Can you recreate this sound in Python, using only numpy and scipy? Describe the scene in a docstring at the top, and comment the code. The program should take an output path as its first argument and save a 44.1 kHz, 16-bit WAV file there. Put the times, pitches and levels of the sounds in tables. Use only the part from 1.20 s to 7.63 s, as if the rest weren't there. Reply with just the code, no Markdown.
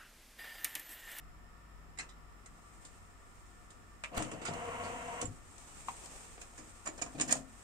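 """A quiet room hums with a fan and mains, close to a phone-like microphone pair. A tape deck's
mechanism ticks as it settles, and a glove and sleeve start to rustle. Near 3 s a finger presses a key,
the latch springs open and a small geared motor drives the tray out until it hits its stop at 4 s.
Fingertips nudge the cassette and tap the hollow tray; from 5.7 s the hand lifts the cassette out,
scraping and clicking in its clips and knocking against the well."""
import sys
import numpy as np
from scipy import signal
from scipy.fft import rfft, irfft, next_fast_len
from scipy.io import wavfile
from scipy.ndimage import uniform_filter1d

SR = 44100
rng = np.random.default_rng(int(sys.argv[2]) if len(sys.argv) > 2 else 0)


def dump(signal):
    """Clip the signal to [-1, 1] and save it as 16-bit WAV at the path in sys.argv[1]."""
    limited = np.clip(np.atleast_2d(signal).T, -1, 1)
    pcm = np.round(limited * 32767).astype(np.int16)
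    wavfile.write(sys.argv[1], SR, pcm)


N = 283589
T = np.arange(N) / SR

# The fan's resonances: pitch_hz, width_hz, level_db
FAN_DRONE = [(709, 20, -74.5), (814, 94, -76), (966, 61, -74), (1106, 29, -75), (1171, 5.8, -71.5),
             (1250, 17, -83.5), (1290, 100, -68), (1411, 16, -75), (1792, 29, -73.5), (5260, 230, -79.5)]
# Mains hum: pitch_hz, steady_db, opening_offset_db, offset_fade_s
MAINS_HUM = [(50.4, -62.5, 6.5, 1.4), (92.3, -66, -1.5, 1.4), (152.5, -73.5, 6.5, 1.58)]
# Glove and sleeve fader: time_s, level_db
RUSTLE_FADER = [(.9, -87), (1.4, -67.5), (1.7, -63.5), (1.95, -71), (2.2, -66.5), (2.8, -71.5), (4.0, -57),
                (4.06, -58), (4.2, -64.5), (4.33, -60.5), (4.4, -58), (4.7, -53), (5.0, -52.5),
                (5.15, -57.5), (5.33, -60.5), (5.47, -59), (5.55, -59.5), (5.9, -61), (6.17, -48.5),
                (6.24, -65), (6.43, -58)]
# Motor faders: time_s, drive_db, rail_hiss_db
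MOTOR_FADERS = [(2.9, -62.5, -86), (2.98, -40.5, -52), (3.05, -54, -53), (3.25, -52.5, -66),
                (3.33, -46, -54.5), (3.6, -45, -55.5), (3.65, -45, -50.5), (3.72, -46, -53),
                (3.85, -47.5, -54.5), (4.022, -45.5, -53.5), (4.1, -66.5, -75)]
# Tones of the running drive: pitch_hz, gain_db
WHINE_TONES = [(153, -1), (250, 0.5), (484, 8.5), (699, 10), (939, 7.5), (1012, 5.5), (1102, 3),
               (1366, 4.5), (1990, -6), (2128, -10)]

# Hit cues (positive pan is left): start_s, tick_db, body_db, thud_db, rattle_t60_s, pan_db
SETTLING_HITS = [(0.7738, -56, -53, -64, 0.13, -5), (0.7856, -42.5, -46.5, -61, 0.1, -9.5),
                 (0.7951, -47, -41.5, -62, 0.068, 7), (0.806, -60, -46.5, -64, 0.042, -10),
                 (0.8188, -57, -50.5, -55, 0.15, 1), (0.8891, -58.5, -57, -76, 0.12, -4),
                 (1.259, -52, -57, -66, 0.057, -2.5), (1.649, -50.5, -60, -63, 0.099, 2),
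                 (2.503, -55.5, -62, -62.5, 0.088, 1)]
KEY_HITS = [(2.837, -44.5, -35, -66, 0.025, -1), (2.8434, -45.5, -37, -61, 0.02, -2),
            (2.8497, -58, -45, -55, 0.032, -5), (2.8567, -56, -47, -60, 0.035, 6)]
LATCH_HITS = [(2.916, -72, -67, -50, 0.1, 0), (2.9295, -72, -60, -54, 0.053, -6),
              (2.9447, -56.5, -75, -47.5, 0.37, -6), (2.9677, -51, -48, -47, 0.072, -8),
              (2.9645, -49, -60, -44, 0.05, 7), (2.9736, -44, -41, -35.5, 0.023, -6),
              (2.9778, -39, -34, -59, 0.027, 1)]
TRAY_HITS = [(2.9878, -46, -48, -43, 0.2, -2), (2.9995, -49, -52, -42, 0.06, -3),
             (3.009, -52, -48, -43.5, 0.11, -2), (3.046, -56, -48, -52, 0.049, -3),
             (3.0224, -39, -40, -47, 0.054, 4), (3.114, -45.5, -45, -44, 0.076, -2),
             (3.135, -66, -51, -44, 0.066, 1), (3.2146, -52.5, -49.5, -46.5, 0.32, -5),
             (3.251, -40.5, -40, -68, 0.13, -5.5), (3.2606, -59, -40.5, -70, 0.14, 3),
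             (3.276, -50, -46, -68, 0.06, 0), (3.2827, -47.5, -72, -37.5, 0.087, -4),
             (3.3353, -51.5, -65, -56, 0.046, -10), (3.6353, -59, -54, -47.5, 0.33, -13),
             (4.0137, -35, -45, -55, 0.038, -3), (4.0235, -43, -46, -42, 0.063, 0)]
NUDGE_HITS = [(4.38, -53, -59, -65, 0.039, 10), (4.5695, -64, -62, -63, 0.019, 5),
              (4.858, -49, -57, -56.5, 0.03, 11), (5.178, -66, -48, -50, 0.043, 0),
              (5.2139, -46, -48, -54, 0.071, -1), (5.3776, -50.5, -51, -51.5, 0.18, -2.5)]
TAP_HITS = [(4.6837, -49, -35.5, -54, 0.072, 0)]
SCRAPE_HITS = [(5.655, -45.5, -44.5, -60, 0.11, -3.5), (5.777, -50, -53, -51.5, 0.039, -3),
               (5.788, -59, -47.5, -62, 0.042, 5), (5.945, -74, -54, -44, 0.23, -3),
               (5.98, -53, -48, -45.5, 0.13, -5), (6.075, -41, -45, -45.5, 0.26, -2.5),
               (6.09, -57, -41, -46, 0.073, 10), (6.107, -36.5, -39, -54, 0.046, -12),
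               (6.116, -31, -40, -42, 0.04, 0)]
CLIP_HITS = [(5.667, -54, -44.5, -55, 0.09, 9), (5.6738, -38.5, -38, -48, 0.019, -4),
             (5.685, -64, -47, -44, 0.04, 4), (5.8144, -41, -39, -47.5, 0.075, -2),
             (5.8202, -35, -41.5, -49, 0.044, -5), (5.862, -52.5, -47, -49, 0.11, 1),
             (5.9981, -35, -32.5, -41.5, 0.029, -1.5), (6.0088, -31.5, -36.5, -41.5, 0.091, 2.5),
             (6.0138, -36, -46, -66, 0.014, -12), (6.0192, -40, -48, -40.5, 0.025, 10),
             (6.1243, -25.5, -34, -42.5, 0.023, 2.5), (6.131, -40, -43.5, -65, 0.02, -15),
             (6.1499, -52, -50, -46, 0.043, -4)]
# Single rings of springs, clips and walls: start_s, level_db, pitch_hz, t60_s, pan_db
PING_CUES = [(0.7858, -44, 7200, .015, -4), (0.79, -52, 742, .1, 0), (0.787, -41, 2145, .09, 10),
             (0.7937, -41.5, 4120, 0.056, 0), (0.805, -45, 4145, .03, 0), (5.669, -36.5, 1210, .03, 8),
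             (5.672, -38, 1000, 0.042, 0), (5.863, -45, 670, .04, -4), (6.001, -42, 640, .04, 0),
             (6.126, -31, 750, 0.038, 2), (6.154, -35.5, 754, 0.033, 0), (3.254, -46, 4900, 0.046, -9),
             (3.275, -40, 6700, .03, -8), (3.28, -41, 4840, 0.032, -2), (3.281, -40, 3560, 0.022, -2),
             (3.336, -51, 4200, 0.029, 2), (3.632, -39, 620, 0.078, 0), (4.015, -29, 8100, .012, 3),
             (4.026, -34, 495, .05, -1), (4.028, -38, 724, .05, 0), (4.04, -38, 264, .09, 0),
             (4.055, -34, 7230, 0.049, -7.5), (5.66, -40, 7050, .025, -6), (5.674, -37.5, 7090, 0.052, -17),
             (5.697, -43, 7070, .045, -9), (5.718, -56, 7050, 0.035, -4), (5.8203, -32, 6870, 0.029, -12),
             (5.826, -40, 2400, 0.034, 17), (6.0094, -27, 6850, .015, -11),
             (6.013, -21.5, 7150, 0.013, -14), (6.02, -28.5, 7060, .02, -13),
             (6.1105, -32, 7000, .015, -11), (6.125, -18.5, 6730, 0.023, -11),
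             (6.125, -16.5, 8610, 0.014, 3)]
# Hard edges meeting: start_s, level_db, pan_db
CRACK_CUES = [(2.974, -50, 0), (2.978, -35, -5), (4.0138, -56, -1), (5.215, -60, -3), (6.1253, -34, 5)]
# Knocks that set a part ringing: start_s, level_db, brightness_db_per_octave
CASE_PUSHES = [(2.976, -40, -6.5), (2.995, -49, -5), (3.13, -49, 17), (3.29, -41, 15.5), (4.043, -37.5, 5),
               (4.079, -38.5, 5), (4.1, -44.5, 4), (5.82, -50, 2)]
TRAY_TAPS = [(4.684, -29, 0)]
WELL_KNOCKS = [(5.948, -41.5, -5), (5.985, -44, 11), (6.005, -37, 10.5), (6.035, -38, 8), (6.075, -41.5, 7),
               (6.115, -34, -1), (6.15, -45, -15.5), (6.165, -51, -2)]

# Ringing modes of those parts: pitch_hz, gain_db, t60_s
CASE_MODES = [(23, -13, 0.061), (38, -4.5, 0.069), (62, 4, 0.041), (97, 3, 0.12), (153.2, -9.5, 0.34),
              (200, -8.5, 0.044), (323, -19.5, 0.036)]
TRAY_MODES = [(1037, 8, 0.031), (770, -2, 0.044), (955, 5.5, 0.031)]
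WELL_MODES = [(144, -14.5, 0.24), (260, -1.5, 0.094), (292, -3, 0.07), (704, -17, 0.071)]
# Resonances that give each part its voice: pitch_hz, width_hz, gain_db
PANEL_BODY = [(764, 76, -3.5), (1700, 150, 2), (2080, 93, 3), (2060, 80, 4), (2640, 280, -2),
              (4100, 240, -1), (5570, 920, 0), (3340, 600, -25), (1250, 390, -2), (1010, 550, -9),
              (496, 250, -17)]
SHELF_BODY = [(164, 80, -2), (262, 45, 2), (306, 86, 0.5), (543, 260, 2)]
KEYCAP_BODY = [(680, 41, 2), (1220, 330, 6.5), (1900, 600, -1), (2330, 350, 6), (2630, 430, -2),
               (3200, 540, -18)]
GEARBOX_BODY = [(170, 11, -13), (247, 19, 3), (474.6, 15, 4), (575, 25, -14), (692, 20, -7), (806, 18, -13),
                (945, 29, 1.5), (1094, 19, 6), (1480, 12, -13), (1934, 41, -3), (2137, 15, 4.5),
                (2310, 25, -4), (2660, 28, -1), (2807, 24, -1.5), (2950, 26, -2), (3170, 15, -2)]
CHASSIS_BODY = [(696, 40, 12), (980, 250, -4), (1360, 130, 20), (2180, 1900, 14.5), (2720, 740, -6),
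                (4400, 540, 8)]
SHELL_BODY = [(677, 154, 6.5), (1070, 480, 2), (1720, 230, 3), (2390, 71, 0.5), (2850, 1300, -8.5),
              (4120, 520, -6)]
TRAY_BODY = [(1100, 160, 14.5), (1260, 120, -20), (2210, 620, -0.5), (3670, 1400, -3)]

# Tone curves that shape white noise into each texture: frequency_hz, gain_db
AIR_EQ = [(12, -37), (20, 2), (59, -7), (98, -17.5), (157, -17.5), (202, -14), (478, -22.5), (705, -25.5),
          (881, -32.5), (1200, -28), (1540, -33), (1770, -23), (3850, -37.5), (5800, -44), (7520, -31.5),
          (8600, -39), (9600, -42), (15500, -45.5)]
MECHANISM_EQ = [(1760, -26), (3000, 17), (3700, 11), (4180, 15), (5030, 9.5), (5780, 11), (7500, 4),
                (8720, 10), (9630, 1), (12000, -63), (15600, -58), (22000, -120)]
SNAP_EQ = [(8500, -39), (10000, 0), (13000, -5), (15000, -22), (15600, -28)]
CLOTH_EQ = [(400, 0), (880, 2), (1500, -3.5), (1920, -4), (2540, -2), (3030, -6), (4480, -8.5),
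            (6000, -4.5), (7400, 2), (8370, 3), (8880, -1.5), (10300, -17), (13900, -19), (15000, -29),
            (15600, -36)]
GRIND_EQ = [(35, -32), (60, 1), (120, -2.5), (249, -5), (382, -13), (477, 4.5), (595, -3), (703, 12),
            (815, -2), (981, 3.5), (1500, -3), (2770, -8), (3300, -22), (5000, -51), (6500, -69),
            (11000, -120)]
RAIL_EQ = [(880, 2), (2000, 1), (3000, 2), (4000, -29), (5800, -5.5), (7600, 1), (8800, -2), (10300, -27),
           (14800, -22), (15600, -37)]
CRACK_EQ = [(800, -23), (2000, -1), (5000, -6), (9000, 11), (12000, 4.5), (15500, -0.5)]
SHELL_EQ = [(1760, -55), (3000, 6.5), (3840, 3.5), (4320, 7), (5960, 2), (6890, 2.5), (7530, -6.5),
            (8760, 2.5), (10300, -15), (11700, -42), (13000, -43), (14100, -43.5), (15500, -42)]

# How alike diffuse sound is in left and right: frequency_hz, likeness_0_to_1
STEREO_LIKENESS = [(40, 0), (130, 0.46), (300, 0.54), (700, 0.26), (1500, 0), (4000, 0)]
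# Room decay: frequency_hz, t60_s
ROOM_DECAY = [(100, 0.72), (500, 0.39), (2000, 0.15), (7000, 0.15), (11000, 0.091)]
# Narrow treble resonances of the microphone ports that colour every tick: pitch_hz, width_hz, gain_db
MIC_PORT_RING = [(5430, 230, 7), (6600, 520, -9), (7170, 400, 11.5), (7540, 740, 24), (8750, 67, -26)]
# Balance of the microphone ports: frequency_hz, left_over_right_db
PORT_BALANCE = [(50, 1.5), (150, 3.5), (400, 5.5), (1000, 1.5), (2400, 0), (4500, -1.5), (6000, -3.5),
                (7000, -4.5), (7800, -4.5), (8700, 8.5), (11000, -1.5), (15000, 1)]


def amp(db):
    """Gain of a level in dB."""
    return 10 ** (np.asarray(db) / 20)


def pan(db):
    """Left and right gains, db apart."""
    return amp(np.array([[.5], [-.5]]) * db)


def unit_rms(x):
    """Scales to rms 1."""
    return x / np.sqrt(np.mean(x ** 2) + 1e-20)


def unit_peak(x):
    """Scales so that the loudest 4 ms have rms 1."""
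    return x / np.sqrt(uniform_filter1d((x ** 2).mean(0), size=176).max())


def read(points, hz):
    """A frequency curve's value at hz."""
    f, value = np.transpose(points)
    return np.interp(np.log(hz + 1), np.log(f + 1), value)


def add(mix, start_s, sound):
    """Drops a stereo sound into the mix."""
    part = mix[:, round(start_s * SR):][:, :sound.shape[1]]
    part += sound[:, :part.shape[1]]


def equalise(x, eq, gain=amp):
    """Filters by a curve in dB, applied as level or as pan."""
    size = next_fast_len(x.shape[-1])
    response = gain(read(eq, np.fft.rfftfreq(size, 1 / SR)))
    return irfft(rfft(x, size) * response, size)[..., :x.shape[-1]]


def lowpass(x, hz):
    """Rolls off the top at 12 dB per octave."""
    return signal.sosfilt(signal.butter(2, hz, fs=SR, output="sos"), x)


def resonate(x, body):
    """Plays x through parallel resonances."""
    return sum(amp(db) * signal.lfilter(*signal.iirpeak(hz, hz / width, SR), x)
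               for hz, width, db in body)


def noise(n, near=0):
    """Stereo white noise: narrow in the bass, narrower for a near source."""
    size = next_fast_len(n)
    left, other = rfft(rng.standard_normal((2, size)))
    likeness = np.clip(read(STEREO_LIKENESS, np.fft.rfftfreq(size, 1 / SR)) + near, 0, 1)
    right = likeness * left + np.sqrt(1 - likeness ** 2) * other
    return irfft(np.array([left, right]), size)[:, :n]


def drift(top_hz):
    """Random wander of rms 1, no faster than top_hz."""
    t = np.linspace(0, T[-1], num=4096)
    rates = np.geomspace(top_hz / 20, top_hz, num=16)
    waves = sum(np.sin(2 * np.pi * (hz * t + rng.random())) / np.sqrt(hz) for hz in rates)
    return np.interp(T, t, unit_rms(waves))


def fader(rows, column=1):
    """Gain ride that fades in, and out again unless it runs to the scene's end."""
    times, levels_db = np.transpose(rows)[[0, column]]
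    inside_s = np.minimum(T - times[0], times[-1] - T)
    held = (times[-1] > T[-1] - .1) * (T > times[1])
    return amp(np.interp(T, times, levels_db)) * np.clip(inside_s / 0.027 + held, 0, 1)


def hits(cues, tick_eq, part, rise_s, snap_db, near):
    """Each hit is a dying rattle of contacts that ticks, rings the part and thuds into the shelf."""
    out, t = np.zeros((2, N)), np.arange(8192) / SR
    for start_s, tick_db, body_db, thud_db, t60, pan_db in cues:
        contact = noise(len(t), near)
        spot = [(hz * rng.uniform(0.94, 1.03), width, db + 4.4 * rng.standard_normal())
                for hz, width, db in part]  # no two hits land alike
        fade = amp(-60 * t / t60) * (1 - np.exp(-t / rise_s))
        hiss = equalise(contact, tick_eq) * fade
        tick = unit_peak(unit_peak(hiss) + 2.1 * unit_peak(resonate(hiss, MIC_PORT_RING)))
        snap = unit_peak(equalise(contact, SNAP_EQ) * fade ** 3)  # the top end dies first
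        body = unit_peak(lowpass(resonate(contact * fade, spot), hz=5000))
        thud = unit_peak(lowpass(resonate(contact * fade, SHELF_BODY), hz=700))
        click = amp(tick_db) * (tick + amp(snap_db) * snap) + amp(body_db) * body
        add(out, start_s, pan(pan_db) * click + amp(thud_db) * thud)
    return out


def ring_out(knocks, modes, pivot_hz):
    """Each knock rings all modes of a part; a brighter one favours those above the pivot."""
    out, t = np.zeros((2, N)), np.arange(16384) / SR
    attack = -np.minimum(t / 0.0046, 1)  # starts with a drop in pressure
    for start_s, db, brightness in knocks:
        for hz, mode_db, t60 in modes:
            fade = amp(db + mode_db + brightness * np.log2(hz / pivot_hz) - 60 * t / t60)
            tone = np.sin(2 * np.pi * hz * rng.uniform(1.0, 1.01) * t)
            add(out, start_s, pan(0) * attack * fade * tone)
    return out


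def room_tone():
    """The bed: air noise, a fan's drone and wavering mains hum."""
    bed = amp(-59) * unit_rms(equalise(noise(N), AIR_EQ))
    for hz, width, db in FAN_DRONE:
        bed += amp(db) * unit_rms(resonate(noise(N, near=0.035), [(hz, width, 0)]))
    for hz, steady_db, offset_db, fade_s in MAINS_HUM:
        level_db = steady_db + offset_db * np.exp(-(T / fade_s) ** 4) + 2.1 * drift(15)
        bed += amp(level_db) * np.sin(2 * np.pi * (hz * T + 0.12 * drift(4.3)))
    return bed


def settling_ticks():
    """The mechanism settles, ticking into the panel."""
    return hits(SETTLING_HITS, MECHANISM_EQ, PANEL_BODY, rise_s=0.0011, snap_db=-28, near=0.38)


def pings():
    """Springs, clips and plastic walls each ring at a single pitch."""
    out, t = np.zeros((2, N)), np.arange(4096) / SR
    for start_s, db, hz, t60, pan_db in PING_CUES:
        fade = amp(db - 60 * t / t60) * np.minimum(t / 0.00063, 1)
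        add(out, start_s, pan(pan_db) * fade * np.sin(2 * np.pi * hz * t))
    return out


def glove_rustle():
    """Cloth rubs: a flickering hiss with about 600 tiny fibre snaps a second."""
    snaps = amp(2.0 * np.minimum(rng.exponential(1, N), 3.5)) * (rng.random(N) < 600 / SR)
    fibres = noise(N) * amp(1.2 * drift(150)) + 0.13 * unit_rms(snaps)
    return unit_rms(equalise(fibres, CLOTH_EQ)) * fader(RUSTLE_FADER)


def key_press():
    """The key cap clicks sharply under the finger."""
    return hits(KEY_HITS, MECHANISM_EQ, KEYCAP_BODY, rise_s=0.00023, snap_db=-25, near=0.15)


def tray_motor(mesh_hz=234.7, wander=0.025, rumble_hz=92.4):
    """Uneven teeth pulse into the gearbox, over whine, grind, a shaking case and hissing rails."""
    tooth_count = np.cumsum(mesh_hz * (1 + wander * drift(30))) / SR
    teeth = np.diff(np.floor(tooth_count), prepend=0) * amp(3.2 * rng.standard_normal(N))
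    rough = noise(N, near=0.32)
    whir = unit_rms(resonate(unit_rms(teeth) + 1.5 * rough, GEARBOX_BODY))
    whine = unit_rms(sum(amp(db + 4.7 * drift(120)) * np.sin(2 * np.pi * hz * T + 1.73 * drift(18))
                         for hz, db in WHINE_TONES))
    grind = unit_rms(equalise(rough, GRIND_EQ))
    rails = unit_rms(equalise(noise(N, near=0.034), RAIL_EQ)) * fader(MOTOR_FADERS, column=2)
    flutter = amp(0.8 * drift(300))  # the load on the gears is uneven
    moving = np.clip((T - 3.3) / 0.053, 0, 1)  # whine and rumble enter once the tray moves
    rumble = amp(-11.5 + 1.8 * drift(6.4)) * np.sin(2 * np.pi * rumble_hz * T + 0.99 * drift(4.5))
    drive = 0.47 * whir + (0.76 * whine + rumble) * moving + grind
    return drive * fader(MOTOR_FADERS) * flutter + rails


def latch_release():
    """The latch springs open and rings the chassis."""
    return hits(LATCH_HITS, MECHANISM_EQ, CHASSIS_BODY, rise_s=0.001, snap_db=-14, near=0.39)


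def edge_cracks(t60_s=0.008):
    """Hard edges meet in bare, bright bursts of noise."""
    out, t = np.zeros((2, N)), np.arange(1024) / SR
    for start_s, db, pan_db in CRACK_CUES:
        burst = equalise(noise(len(t), near=0.26), CRACK_EQ) * amp(-60 * t / t60_s)
        add(out, start_s, amp(db) * pan(pan_db) * unit_peak(burst))
    return out


def case_thumps():
    """The tray pushes the case, which rings low."""
    return ring_out(CASE_PUSHES, CASE_MODES, pivot_hz=100)


def tray_knocks():
    """The tray knocks in its gears and against its end stop."""
    return hits(TRAY_HITS, MECHANISM_EQ, CHASSIS_BODY, rise_s=0.00092, snap_db=-22, near=0.48)


def grip_nudges():
    """Fingertips nudge the cassette shell as they find a grip."""
    return hits(NUDGE_HITS, SHELL_EQ, SHELL_BODY, rise_s=0.001, snap_db=-25, near=0.38)


def tray_tap():
    """A fingertip taps the hollow tray once and it rings briefly."""
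    tap = hits(TAP_HITS, MECHANISM_EQ, TRAY_BODY, rise_s=0.00081, snap_db=-15, near=0.19)
    return tap + ring_out(TRAY_TAPS, TRAY_MODES, pivot_hz=800)


def shell_scrapes():
    """The shell drags against its clips with a soft attack."""
    return hits(SCRAPE_HITS, SHELL_EQ, SHELL_BODY, rise_s=0.0055, snap_db=-21, near=0.6)


def clip_clicks():
    """The cassette clicks in its clips, ringing its shell."""
    return hits(CLIP_HITS, SHELL_EQ, SHELL_BODY, rise_s=0.00087, snap_db=-46, near=0.47)


def well_knocks():
    """The cassette knocks the hollow well on its way out."""
    return ring_out(WELL_KNOCKS, WELL_MODES, pivot_hz=259)


def room_reverb(send):
    """A diffuse stereo tail after a 6 ms gap; the bass hangs on longest."""
    hz, t, bands = signal.stft(noise(SR // 2), SR, nperseg=256)
    decay = amp(-60 * t / read(ROOM_DECAY, hz)[:, None]) * (t > .006)
    tail = signal.istft(bands * decay, SR, nperseg=256)[1]
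    return signal.fftconvolve(send, tail / np.linalg.norm(tail[0]), axes=1)[:, :N]


def scene():
    """Hits and drier accents feed the room; motor, cloth and room tone stay dry."""
    clatter = settling_ticks() + key_press() + latch_release() + tray_knocks()
    clatter += clip_clicks() + shell_scrapes() + grip_nudges()
    accents = tray_tap() + pings() + edge_cracks() + case_thumps() + well_knocks()
    reverb = room_reverb(amp(-9.5) * clatter + amp(-15.5) * accents)
    deck = clatter + accents + reverb + tray_motor()
    deck[0] = np.roll(deck[0], 9)  # reaches the left port 9 samples late
    return deck + glove_rustle() + room_tone()


def record(dry):
    """The two microphone ports resonate differently, tilting the balance; then a steep high cut."""
    ports = equalise(dry, PORT_BALANCE, gain=pan)
    high_cut = signal.firwin(511, 15660, window=("kaiser", 9), fs=SR)
    return signal.oaconvolve(ports, high_cut[None], "same")


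dry = scene()
out = record(dry)
dump(out)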